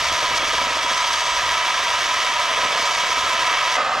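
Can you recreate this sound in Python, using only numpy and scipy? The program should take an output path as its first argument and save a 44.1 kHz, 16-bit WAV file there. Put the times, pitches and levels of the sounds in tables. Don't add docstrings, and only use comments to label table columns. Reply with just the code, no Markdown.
import sys
import numpy as np
from scipy.fft import rfft, irfft, next_fast_len
from scipy.io import wavfile
from scipy.ndimage import map_coordinates

SR = 44100
rng = np.random.default_rng(int(sys.argv[2]) if len(sys.argv) > 2 else 0)


def dump(signal):
    limited = np.clip(np.atleast_2d(signal).T, -1, 1)
    pcm = np.round(limited * 32767).astype(np.int16)
    wavfile.write(sys.argv[1], SR, pcm)


N = 176400


def amp(db):
    return 10 ** (np.asarray(db) / 20)


def unit(x):
    return x / np.sqrt(np.mean(x ** 2) + 1e-20)


def along(points, hz):
    frequencies, values = np.transpose(points)
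    return np.interp(np.log(hz + 1), np.log(frequencies + 1), values)


def curve(rows):
    return np.interp(np.arange(N) / SR, *np.transpose(rows))


def wobble(rate_hz):
    return map_coordinates(rng.standard_normal(4096), [np.arange(N) * rate_hz / SR + 2], mode="wrap")


def filtered(x, response):
    size = 2 * next_fast_len(N // 2 + SR // 4)
    return irfft(rfft(x, size) * response(np.fft.rfftfreq(size, 1 / SR)), size)[..., :N]


def coloured(x, spectrum, bumps=()):
    def response(hz):
        bumps_db = sum(db / (1 + (2 * (hz - centre) / width) ** 2) for centre, width, db in bumps)
        cepstrum = irfft(np.log(amp(along(spectrum, hz) + bumps_db)))
        middle = len(cepstrum) // 2
        cepstrum[1:middle] *= 2
        cepstrum[middle + 1:] = 0
        return np.exp(rfft(cepstrum))
    return unit(filtered(x, response))


def turbulence(shocks_per_s=2600, crackle_db=4, spread=.25):
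    smooth, scattered = rng.standard_normal((2, N))
    shocks = (rng.random(N) < shocks_per_s / SR) * np.exp(spread * rng.standard_normal(N))
    direct = smooth - amp(crackle_db) * unit(shocks - shocks.mean())
    return np.array([unit(direct), scattered])


def reflected(x, echoes, drift_ms=.0086, scatter_gain=.054):
    out = x
    for delay_ms, gain in echoes:
        drifting_ms = delay_ms + drift_ms * wobble(3)
        positions = np.arange(N) - drifting_ms * SR / 1000
        out = out + gain * np.array([map_coordinates(row, [positions]) for row in x])
    scatter = sum(np.roll(x, round(delay_s * SR), axis=-1) for delay_s in rng.uniform(.004, .014, 12))
    return unit(out + scatter_gain * filtered(scatter, lambda hz: hz / (hz + 1500)))


def jet(split_hz=3690, surge_db=.81, turn_s=3.768, fade_s=.005):
    # time_s, level_db
    roar_levels = [(0.0, -22), (0.97, -22), (1.35, -22.5), (1.36, -21.5), (3.32, -21.5), (3.52, -20.5),
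                   (3.95, -21.5), (4.0, -21)]
    hiss_levels = [(0, -27.5), (.2, -28), (.345, -30), (.378, -23), (.39, -32.5), (.5, -28), (.86, -30),
                   (.92, -28.5), (1.3, -29), (1.75, -29.5), (2.15, -28.5), (2.55, -30.5), (3, -28),
                   (3.4, -29.5), (3.73, -29.5), (3.755, -27.5)]
    # frequency_hz, density_db
    front_spectrum = [(60, -43), (150, -19.5), (300, -18), (400, -15), (520, -3.5), (750, -0.2), (1000, -4),
                      (1500, 0.57), (2200, 0.5), (3400, -1), (4100, -7.5), (6100, -6.5), (7000, -14),
                      (9500, -25.8), (12000, -29), (13200, -39.5)]
    behind_spectrum = [(59, -52), (100, -34), (266, -23), (368, -29), (408, -22), (588, -9.5), (625, -7),
                       (766, -10), (849, -17), (921, -5.5), (1020, -14), (1220, -0.5), (1410, -13.5),
                       (1530, -11.5), (1880, -15), (2040, -12), (2210, -22), (2550, -15), (2880, -19),
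                       (3830, -22), (5420, -26), (6120, -30.5), (6770, -32), (7810, -39.5), (13000, -55.5)]
    # centre_hz, width_hz, gain_db
    resonances = [(985, 170, 12.5), (1255, 195, 9), (1840, 60, 4), (2260, 85, 4.5), (3125, 65, 4),
                  (3520, 90, 4.5), (3773, 85, 5.5), (4355, 60, 3.5), (4480, 80, 4), (5069, 60, 2),
                  (5770, 55, 3.5), (7410, 60, 3)]
    # centre_hz, width_hz, gain_db
    notches = [(844.6, 40.5, -23), (1400, 45, -10.5), (1507, 26, -10), (2387, 30, -7.5), (2614, 21, -5),
               (3584, 68, -5.5), (4411, 27, -9), (6773, 132, -5.5)]
    # delay_ms, gain
    front_echoes = [(3.045, .26), (5.11, .1)]
    behind_echoes = [(3.9, 0.22), (5.4, 0.12)]
    front_noise = reflected(coloured(turbulence(), front_spectrum, [*resonances, *notches]), front_echoes)
    behind_noise = reflected(coloured(turbulence(), behind_spectrum), behind_echoes)
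    roar = filtered(front_noise, lambda hz: 1 / (1 + (hz / split_hz) ** 10))
    hiss = front_noise - roar
    roar_db = curve(roar_levels)
    hiss_db = curve(hiss_levels) + surge_db * wobble(45)
    front = amp(roar_db + .5) * unit(roar) + amp(hiss_db) * unit(hiss)
    behind = amp(roar_db + 1) * behind_noise
    turn = np.clip((np.arange(N) / SR - turn_s) / fade_s + .5, 0, 1)
    return np.sqrt(1 - turn) * front + np.sqrt(turn) * behind


def flame(flutter_hz=27, depth_db=8, unevenness=.35, puff_rise_s=.0044):
    # time_s, level_db
    flutter_levels = [(0, -44), (.1, -43.5), (.35, -38), (.6, -40.5), (.9, -40), (.98, -53), (1.25, -46),
                      (1.42, -45.5), (1.6, -47.5), (2.1, -40), (2.38, -49), (2.56, -37.5), (2.8, -36),
                      (2.95, -44), (3.25, -39), (3.5, -40), (3.65, -68), (3.8, -52), (4, -41)]
    # start_s, relative_peak_db
    puffs = [(0.114, -28), (0.224, -28), (0.309, -32), (0.329, -29), (0.404, -28), (0.424, -29),
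             (0.469, -31), (0.531, -28), (0.575, -27), (0.614, -27), (0.664, -28), (0.705, -28),
             (0.763, -29), (0.843, -29), (0.908, -29), (1.459, -38), (2.504, -31), (2.588, -33),
             (2.646, -29), (2.752, -28), (3.171, -29), (3.236, -31), (3.509, -31)]
    # frequency_hz, density_db
    spectrum = [(60, -13), (140, -6.5), (190, -10.5), (260, -2), (400, -4), (500, 4), (740, 2), (850, -17),
                (2000, -44.5)]
    flap_hz = flutter_hz * np.exp(unevenness * wobble(30))
    flaps = np.sin(2 * np.pi * np.cumsum(flap_hz) / SR)
    flap_db = depth_db * flaps - .5 * wobble(25.4)
    envelope = amp(curve(flutter_levels) - 1) * unit(amp(flap_db))
    for start_s, peak_db in puffs:
        age = np.maximum(np.arange(N) / SR - start_s, 0) / puff_rise_s
        envelope += amp(peak_db - 4.5) * age * np.exp(1 - age)
    return envelope * coloured(turbulence(), spectrum)


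def yard(hum_hz=73.6, hum_db=-5, waver_db=4, drift_hz=4):
    # frequency_hz, density_db
    spectrum = [(15, -3), (30, -6), (55, 0.5), (75, -2), (100, -0.5), (125, -6.5), (158, -3.5), (185, -17),
                (500, -34.5)]
    # time_s, level_db
    levels = [(0, -45), (.13, -45), (.2, -53), (.29, -44), (.55, -46), (.8, -52), (1.1, -49), (1.22, -53),
              (1.38, -45), (1.65, -53), (2.05, -50), (2.25, -55), (2.6, -51), (3.3, -52), (4, -53)]
    phase = 2 * np.pi * np.cumsum(hum_hz + drift_hz * wobble(8)) / SR
    hum = amp(hum_db) * unit(amp(waver_db * wobble(6.5)) * np.sin(phase))
    ambience = coloured(rng.standard_normal((2, N)), spectrum)
    ambience[0] += hum
    return amp(curve(levels)) * ambience


def whistles():
    # middle_s, half_length_s, centre_hz, width_hz, level_db
    edge_tones = [(1.15, .3, 4910, 70, -41), (1.1, .35, 5280, 70, -44), (1.15, .3, 6300, 400, -39),
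                  (1.15, .3, 7850, 130, -48), (.7, .8, 3310, 130, -37), (3.1, .3, 7430, 200, -48),
                  (3.9, .15, 7460, 80, -52)]
    out, t = np.zeros((2, N)), np.arange(N) / SR
    for middle_s, half_length_s, centre_hz, width_hz, level_db in edge_tones:
        noise = rng.standard_normal((2, N))
        band = unit(filtered(noise, lambda hz: 1 / (1 + (2 * (hz - centre_hz) / width_hz) ** 2)))
        swell = np.exp(-((t - middle_s) / half_length_s) ** 4)
        out += amp(level_db) * swell * band
    return out


def scene():
    # frequency_hz, side_gain_db
    width = [(30, -21), (100, -10), (500, -30), (1200, -20), (3000, -15.5), (5500, -16), (8000, -8),
             (12000, -7)]
    # frequency_hz, balance_db
    balance = [(60, -2), (91, 2), (140, -0.5), (210, -1.5), (320, -2.5), (480, -0.5), (730, -1.0),
               (1100, -1.0), (1670, -3), (2530, -0.5), (3830, -0.5), (5800, 0.0), (8790, 1.5),
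               (13300, -1.5)]
    # frequency_hz, lead_rad
    lead = [(0, 0.17), (1380, -0.24), (2070, -0.35), (4130, -0.67), (5340, -0.32), (6550, -0.42),
            (7750, -0), (8870, -0.4), (9820, -0.2), (13500, 0.1)]
    direct, scattered = jet() + whistles() + flame() + yard()
    side = filtered(scattered, lambda hz: amp(along(width, hz)))
    stereo = np.array([direct + side, direct - side])
    half = np.array([[.5], [-.5]])
    return filtered(stereo, lambda hz: amp(half * along(balance, hz)) * np.exp(1j * half * along(lead, hz)))


def record(dry):
    return filtered(dry, lambda hz: hz < 13600)


dry = scene()
out = record(dry)
dump(out)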